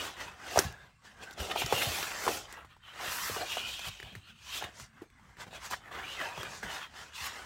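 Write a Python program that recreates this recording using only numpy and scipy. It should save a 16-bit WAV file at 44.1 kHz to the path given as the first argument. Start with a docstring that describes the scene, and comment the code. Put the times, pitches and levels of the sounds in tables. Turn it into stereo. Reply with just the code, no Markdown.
"""Hands flip and fan a stack of stiff paper on a desk mat in a quiet room, close stereo microphone above.
From the start filtered noise makes the hiss of faces, scrape of edges, rustle and pumped air, swelling with
each stroke, over a low desk rumble, room tone and a faint whine. From about half a second on, bent sheets
buckle with short ringing pops, fingers and the stack thump the desk top as dull falling tones, and dragged
edges sing as noise in a narrow moving resonance."""
import sys
import numpy as np
from scipy import signal
from scipy.fft import rfft, irfft
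from scipy.io import wavfile
from scipy.ndimage import uniform_filter1d

SR = 44100
rng = np.random.default_rng(int(sys.argv[2]) if len(sys.argv) > 2 else 0)


def dump(signal):
    """Clip the signal to [-1, 1] and save it as 16-bit WAV at the path in sys.argv[1]."""
    limited = np.clip(np.atleast_2d(signal).T, -1, 1)
    pcm = np.round(limited * 32767).astype(np.int16)
    wavfile.write(sys.argv[1], SR, pcm)


N = 328545

# sheets buckling and edges flicking: t/s, ring level/dB, ring f/Hz, tick level/dB
BUCKLES = [(0.5586, -17.5, 720, -39), (0.5728, -11.5, 690, -40), (0.58, -22, 6200, -33),
           (0.59, -5, 5800, -28), (0.588, -13.5, 1530, -37), (0.725, -50, 6600, -33),
           (1.31, -36, 3930, -34), (1.376, -37.5, 710, -45), (1.559, -21, 840, -37),
           (1.618, -26, 2870, -36), (1.6185, -20, 820, -44), (1.6618, -22, 5500, -20),
           (1.724, -13, 834, -39), (1.7252, -20, 514, -38), (2.028, -23.5, 2580, -38),
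           (2.2654, -23.5, 1170, -22), (2.2773, -14, 1000, -37), (2.2674, -25.5, 423, -50),
           (2.2889, -22.5, 437, -45), (2.304, -34, 554, -50), (2.526, -35.5, 8400, -26),
           (2.6464, -40.5, 1145, -62), (2.7653, -48.5, 900, -65.5), (3.061, -34, 1460, -36),
           (3.2967, -32.5, 460, -40), (3.3627, -29, 1240, -46), (3.365, -33, 430, -47),
           (3.5691, -24, 720, -37), (3.7929, -37.5, 716, -24), (4, -33, 1900, -42), (4.028, -33, 1830, -47),
           (4.1519, -33, 1900, -34), (4.6233, -27.5, 860, -42.5), (4.6406, -28, 2120, -26.5),
           (4.7986, -40, 1110, -29), (5.0179, -35.5, 325, -51), (5.1015, -53.5, 2070, -51.5),
           (5.1953, -50, 890, -68), (5.3686, -43.5, 1760, -61.5), (5.529, -40, 890, -53),
           (5.711, -30, 900, -22), (5.9132, -40, 1140, -55), (6.201, -30, 1690, -45),
           (6.376, -32.5, 800, -33), (6.431, -29, 1290, -22), (6.63, -33, 950, -39)]
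# how far the left channel leads the right: f/Hz, phase/rad
LEFT_LEAD = [(150, 0), (340, .7), (690, 0), (4570, .1), (5340, -.9), (6200, -1.4), (8010, 0), (8700, -1.5),
             (16400, -1.7)]


def gain_of(db):
    """Decibels to an amplitude factor."""
    return 10 ** (np.asarray(db) / 20)


def evened(x):
    """Scales to rms 1."""
    return x / np.sqrt(np.mean(x ** 2) + 1e-20)


def read(points, hz):
    """Looks a curve up on a log frequency axis."""
    f, value = np.transpose(points)
    return np.interp(np.log(hz + 1), np.log(f + 1), value)


def add(mix, s, sound):
    """Mixes a stereo sound in at time s."""
    part = mix[:, round(s * SR):][:, :sound.shape[1]]
    part += sound[:, :part.shape[1]]


def noise(spectrum, patchy_db, size):
    """Stereo noise from random short-time spectra, in which narrow patches of pitch come and go."""
    # likeness of the two channels: f/Hz, correlation
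    likeness = [(60, .86), (200, .85), (420, .72), (900, .8), (1700, .94), (2900, .7), (4000, .72),
                (5700, .55), (15000, .65)]
    # balance of the two channels: f/Hz, left-right level/dB
    balance = [(60, .7), (450, 4.5), (900, 3.5), (1500, 1), (3000, 1.3), (5000, -.5), (15000, -.3)]
    frames, hz = 2 * N // size + 5, np.fft.rfftfreq(size, 1 / SR)
    a, b, c, d, patches = rng.standard_normal((frames, len(hz), 5)).T
    patches = uniform_filter1d(patches, size=2, axis=0)
    patches = evened(uniform_filter1d(patches, size=10, axis=1))

    same = np.clip(read(likeness, hz), -1, 1)[:, None]
    left, other = a + 1j * b, c + 1j * d
    right = same * left + np.sqrt(1 - same ** 2) * other
    right = right * np.exp(-1j * read(LEFT_LEAD, hz))[:, None]

    spectra = np.array([left, right]) * gain_of(read(spectrum, hz)[:, None] + patchy_db * patches)
    spectra = spectra * gain_of(np.outer([.5, -.5], read(balance, hz)))[:, :, None]
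    x = signal.istft(spectra, window="cosine", nperseg=size, noverlap=size // 2)[1][:, :N]
    return x / np.sqrt(np.mean(x.mean(0) ** 2))  # the mean of both channels gets rms 1


def slips(per_s, spread_db, hold_s):
    """Stick-slip jolts: sudden swells of random size that die away, over a steady drag."""
    sizes = gain_of(spread_db * np.minimum(rng.exponential(1, N), 3))
    jolts = sizes * (rng.random(N) < per_s / SR)
    keep = np.exp(-1 / (hold_s * SR))
    return evened(1 + signal.lfilter([1], [1, -keep], jolts))


def strokes():
    """Levels (dB) of hiss, scrape, rustle and air: every stroke swells and fades, and their powers add."""
    # movements of the hands over the paper: peak t/s, swell/s, fade/s,
    # face hiss level/dB, edge scrape level/dB, sheet rustle level/dB, air between sheets level/dB
    movements = [(0.052, 0.33, 0.14, -46, -42, -42.5, -46.5), (0.21, 0.072, 0.18, -51.5, -47.5, -43.5, -51),
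                 (0.485, 0.23, 0.049, -80, -60, -48.5, -69), (0.607, 0.27, 0.15, -43.0, -43.5, -41.5, -42),
                 (0.817, 0.28, 0.17, -72.5, -61.5, -58.5, -63),
                 (1.061, 0.052, 0.16, -62, -59, -55.5, -63.5), (1.234, 0.12, 0.29, -62, -59, -52.5, -56),
                 (1.238, 0.032, 0.023, -51, -48.5, -54, -49.5), (1.335, 0.017, 0.013, -50.5, -70, -75, -80),
                 (1.405, 0.048, 0.28, -45.5, -46, -46, -42), (1.515, 0.041, 0.16, -60, -50, -46, -46.5),
                 (1.517, 0.02, 0.02, -47, -34.5, -35, -38), (1.6, 0.072, 0.091, -41.5, -32.5, -50, -42.5),
                 (1.819, 0.35, 0.27, -40.5, -36, -41, -39.5), (1.823, 0.019, 0.02, -59, -27, -29, -47),
                 (1.974, 0.3, 0.39, -42, -41, -40, -49), (2.26, 0.35, 0.034, -46, -55, -39.5, -50),
                 (2.342, 0.29, 0.16, -42, -43, -46, -43.5), (2.511, 0.076, 0.12, -58, -57, -50, -61),
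                 (2.59, 0.1, 0.11, -77, -58.5, -49, -56.5), (2.711, 0.05, 0.086, -78, -61, -60, -73),
                 (2.88, 0.073, 0.28, -71, -54.5, -52, -68.5), (3.05, 0.13, 0.19, -48.5, -42, -40.5, -45.5),
                 (3.14, 0.24, 0.28, -42, -49.5, -41.5, -72), (3.258, 0.22, 0.51, -42.5, -44.5, -42, -71),
                 (3.42, 0.15, 0.064, -75, -45, -46, -42), (3.514, 0.12, 0.47, -47, -39.5, -49, -53),
                 (3.688, 0.057, 0.54, -49.5, -43, -54, -83), (3.885, 0.11, 0.029, -45.5, -38, -46, -53.5),
                 (4.071, 0.15, 0.11, -71, -52, -57.5, -57.5), (4.167, 0.09, 0.074, -69, -59.5, -61, -65),
                 (4.301, 0.13, 0.054, -67, -54, -61.5, -71),
                 (4.578, 0.21, 0.084, -44.5, -38.5, -47.0, -59.5), (4.623, 0.043, 0.16, -56, -51, -46, -49),
                 (4.812, 0.12, 0.088, -51, -57, -52, -61), (4.995, 0.16, 0.092, -76.5, -70, -59, -70),
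                 (5.302, 0.3, 0.13, -74, -70.5, -60.5, -72), (5.415, 0.053, 0.059, -51, -49, -45.5, -52),
                 (5.48, 0.036, 0.034, -66, -60, -53.5, -53), (5.56, 0.08, 0.055, -53.5, -48, -49.5, -50),
                 (5.663, 0.1, 0.052, -47.5, -46.5, -43, -56), (5.715, 0.035, 0.1, -44.5, -49, -46.5, -52),
                 (5.738, 0.019, 0.018, -57, -45, -33, -46), (5.867, 0.089, 0.085, -70, -60, -49.5, -58),
                 (5.931, 0.041, 0.54, -59.5, -50.5, -44, -50.5), (5.985, 0.022, 0.018, -58, -50, -56, -47),
                 (6.123, 0.17, 0.15, -53, -44.5, -67, -75), (6.226, 0.12, 0.19, -50, -44.5, -40, -48),
                 (6.403, 0.15, 0.17, -53.5, -45.5, -44, -47.5), (6.549, 0.31, 0.19, -52, -54, -50.5, -57),
                 (6.633, 0.0087, 0.13, -51, -49.5, -42.5, -45),
                 (6.741, 0.14, 0.16, -48.5, -46.0, -42, -52.5),
                 (6.825, 0.053, 0.078, -60, -47.5, -44.5, -70),
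                 (6.994, 0.13, 0.2, -54, -53.5, -50.5, -56.5), (7.157, 0.04, 0.62, -50.5, -47, -56, -79),
                 (7.263, 0.14, 0.071, -44, -45, -39.5, -59), (7.4, 0.23, 0.22, -58, -70, -46.5, -54.5)]
    rounding = 1.465  # 1 = pointed strokes, 2 = round ones
    # how far a stroke lies under its peak one swell before, one fade after: hiss, scrape, rustle, air
    depths_db = 29.5, 24.5, 24.5, 24.5
    s, swell, fade, *peaks = np.transpose(movements)[:, :, None]
    t = np.arange(0, N / SR + .01, .002)
    away = np.where(t < s, (s - t) / abs(swell), (t - s) / abs(fade)) ** rounding
    powers = [(gain_of(db - depth * away) ** 2).sum(0) for db, depth in zip(peaks, depths_db)]
    return [np.interp(np.arange(N) / SR, t, 10 * np.log10(p + 1e-10)) for p in powers]


def rubbing(hiss_db, scrape_db, rustle_db, air_db):
    """Five bands of friction noise, jolted together where the paper catches; buckles shake all but the hiss."""
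    # colours of face hiss, its bright top, edge scrape, sheet rustle and pumped air: f/Hz, relative level/dB
    hiss = [(2000, -30.5), (4500, -3.5), (6000, -1.5), (8000, -7.5), (10500, -16), (14000, -29)]
    fizz = [(7000, -9.5), (10000, -4.5), (12500, -2), (16000, -6.5)]
    scrape = [(1800, -26), (2500, 0.5), (2950, 0.5), (3350, -2), (3700, -4), (4500, -12), (5200, -25)]
    rustle = [(600, -32), (950, -6.5), (1300, -7), (1600, -6.5), (2100, -8.5), (2800, -36)]
    flutter = [(200, -15), (300, 0), (520, 0.5), (800, 6), (1100, -35.5)]

    kicks = np.zeros(N)
    kicks[np.round(np.transpose(BUCKLES)[0] * SR).astype(int)] = 0.22
    # a buckle shakes the sheets loose, dying away over 11 ms
    shaken = 1 + signal.lfilter([1], [1, -np.exp(-1 / (0.011 * SR))], kicks)
    catch = slips(per_s=40, spread_db=2.5, hold_s=.007)
    crackle = slips(per_s=300, spread_db=5.5, hold_s=.0008) ** .3  # fibres snap in fast tiny ticks
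    fizz_db = -54.5 + 2.1 * (hiss_db + 48.0)  # a louder hiss is brighter

    # level, noise, how strongly the catches jolt it
    layers = [(hiss_db, noise(hiss, patchy_db=2.5, size=256), .2),
              (fizz_db, noise(fizz, patchy_db=2.5, size=256), .2),
              (scrape_db, shaken * crackle * noise(scrape, patchy_db=4.0, size=512), .35),
              (rustle_db, shaken * crackle * noise(rustle, patchy_db=3.0, size=512), .4),
              (air_db, shaken * noise(flutter, patchy_db=2.2, size=512), .5)]
    return sum(gain_of(db) * x * evened(catch ** jolt) for db, x, jolt in layers)


def room():
    """Quiet room tone as patchy noise, and a faint steady whine as a sine."""
    # colour of the room: f/Hz, relative level/dB
    room_tone = [(18, -38.5), (30, 3), (225, -8.5), (622, -41), (1200, -20), (5170, -30.5), (8060, -29),
                 (13600, -56), (15500, -70.5)]
    room_db, whine_db, whine_hz = -63, -91, 8183
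    whine = np.sqrt(2) * gain_of(whine_db) * np.sin(2 * np.pi * whine_hz * np.arange(N) / SR)
    return gain_of(room_db) * noise(room_tone, patchy_db=6.0, size=1024) + whine


def desk(air_db):
    """Low rumble under the moving hands, and dull rough rings where fingers and the stack land."""
    # colour of the desk top: f/Hz, relative level/dB
    desk_colour = [(22, -39.5), (45, -29), (65, -8.5), (110, -13.5), (200, -20), (350, -51)]
    # blows on the desk top: t/s, level/dB, f/Hz where the pitch settles
    blows = [(0.569, -28.5, 67.5), (0.645, -29, 114.3), (1.39, -30.5, 69), (1.631, -33.5, 81),
             (1.725, -31, 107), (1.863, -31, 73), (1.997, -47, 117.6), (2.258, -41, 195),
             (3.063, -42.5, 133), (3.299, -38, 82), (3.865, -39, 85), (4.004, -59.5, 87.5),
             (4.032, -40, 76), (4.114, -45, 147.5), (4.154, -38, 86.3), (4.629, -44, 72.6),
             (4.801, -43, 105.7), (5.468, -45.5, 150), (5.713, -42, 148), (6.372, -39, 103.5),
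             (6.632, -37.5, 149), (7.206, -45, 64)]
    shake_db = -64.5 + 0.24 * (air_db + 61.5)  # busier hands shake it more
    rumble = noise(desk_colour, patchy_db=0.0, size=2048)
    out, t = gain_of(shake_db) * rumble, np.arange(8000) / SR
    for s, db, hz in blows:
        # the board's many other modes join the strongest one as a rough rumble
        rough = rumble[:, round(s * SR / 2):][:, :len(t)]
        fade = gain_of(db - 60 * t / .2) * (1 - np.exp(-(t / 0.0075) ** 2))
        # the quicker bending waves arrive first: the pitch falls
        turns = hz * (t + 0.8 * 0.02 * (1 - np.exp(-t / 0.02)))
        add(out, s, fade * (0.61 * np.sin(2 * np.pi * turns) + 0.6 * rough))
    return out


def pops():
    """Each buckle swells and rings a few cycles, with an overtone, a wide tick, a low push and a scattered tail."""
    # place of a pop by its pitch: f/Hz, left-right level/dB
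    pop_balance = [(300, 8.5), (900, 4), (1800, 0.5), (5500, 1.5)]
    out, t = np.zeros((2, N)), np.arange(3000) / SR
    rise = np.clip(t / .0014, 0, 1) ** 2
    for (s, db, hz, tick_db), phase in zip(BUCKLES, rng.random(len(BUCKLES))):
        cycles = t * hz
        fade = np.clip(cycles / 1.2, 0, 1) ** 2 * gain_of(-60 * cycles / (9 + 0.0023 * hz))
        overtone = 0.11 * np.sin(2 * np.pi * (1.616 * cycles + phase))
        ring = fade * (np.sin(2 * np.pi * cycles) + overtone)

        # broad noise with one sharp click, strongest at a few kHz
        click = 14.0 * (np.arange(len(t)) == 30)
        grit = signal.lfilter([1, -1], [1, -1.2, .4], rng.standard_normal(len(t)) + click)
        tick = grit * rise * (np.exp(-t / 0.00072) + 0.059 * np.exp(-t / 0.0063))
        push = 0.28 * rise * np.sin(2 * np.pi * 380 * t) * np.exp(-t / 0.0046)

        # the crease runs along the sheet: weaker random rings follow, shorter at high pitch
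        keep = np.exp(-np.pi * hz * .7 / SR)
        band = [1, -2 * keep * np.cos(2 * np.pi * hz / SR), keep ** 2]
        tail = evened(signal.lfilter([1, -1], band, rng.standard_normal((2, len(t)))))
        tail = gain_of(-11 - 60 * t * np.sqrt(hz) / 2.6) * tail * rise

        pop = gain_of(db) * (ring / abs(ring).max() + push + tail)
        pop = pop + gain_of(tick_db) * tick / abs(tick).max()
        add(out, s, gain_of(np.array([[.5], [-.5]]) * read(pop_balance, hz)) * pop)
    # the right channel lags as it does for the rubbing
    lag = np.exp(-1j * read(LEFT_LEAD, np.fft.rfftfreq(N, 1 / SR)))
    return np.array([out[0], irfft(rfft(out[1]) * lag, N)])


def drags():
    """Friction noise through one narrow resonance that follows the free length of the edge."""
    # singing edges, one list of rows a drag: t/s, level/dB, f/Hz
    sung_edges = [
        [(0.62, -49, 1710), (0.864, -60.5, 1586), (0.92, -83, 1550)],
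        [(1.1, -70, 1660), (1.25, -53, 1560), (1.32, -51.5, 1520), (1.38, -67, 1430)],
        [(1.385, -43.5, 3020), (1.47, -52.5, 2770)],
        [(1.735, -36.5, 2750), (1.825, -36.5, 2800)],
        [(3.385, -49, 640), (3.45, -37, 767)],
        [(3.465, -43, 2750), (3.9, -51, 3300)],
        [(4.03, -70.5, 3020), (4.14, -51, 3200)],
        [(6.01, -46, 2000), (6.09, -50, 2800), (6.19, -58, 4100)],
        [(6.165, -41, 2133), (6.28, -45, 1480)],
        [(6.24, -40, 924), (6.41, -61, 990)],
    ]
    out = np.zeros((2, N))
    # three noises into left and right: one shared, one for each side alone
    spread = [[1, 0.78], [0.2, 0], [0, 0.035]]
    for rows in sung_edges:
        s, db, hz = np.transpose(rows)
        t = np.arange(s[0], s[-1], 1 / SR)
        turn = np.exp(2j * np.pi * np.cumsum(np.interp(t, s, hz)) / SR)
        keep = np.exp(-np.pi * 0.09 * hz.mean() / SR)
        friction = (rng.standard_normal((len(t), 3)) @ spread).T
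        # shift the moving pitch down to zero, smooth there, shift back up
        slow = signal.lfilter([1], [1, -2 * keep, keep ** 2], friction / turn)
        sung = evened((turn * slow).real) * gain_of(np.interp(t, s, db))
        add(out, s[0], sung * signal.windows.tukey(len(t), .4))
    return out


def scene():
    """Paper, room and desk together."""
    hiss_db, scrape_db, rustle_db, air_db = strokes()
    paper = rubbing(hiss_db, scrape_db, rustle_db, air_db) + pops() + drags()
    return paper + room() + desk(air_db)


def record(dry):
    """The microphone drops the deepest bass; then a steep low-pass: nothing sounds above about 15.9 kHz."""
    lean = signal.sosfilt(signal.butter(4, 40, "high", fs=SR, output="sos"), dry)
    edge_hz = 15900
    low_pass = signal.firwin(511, edge_hz, window=("kaiser", 9), fs=SR)
    return signal.oaconvolve(lean, low_pass[None], "same")


dry = scene()
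out = record(dry)
dump(out)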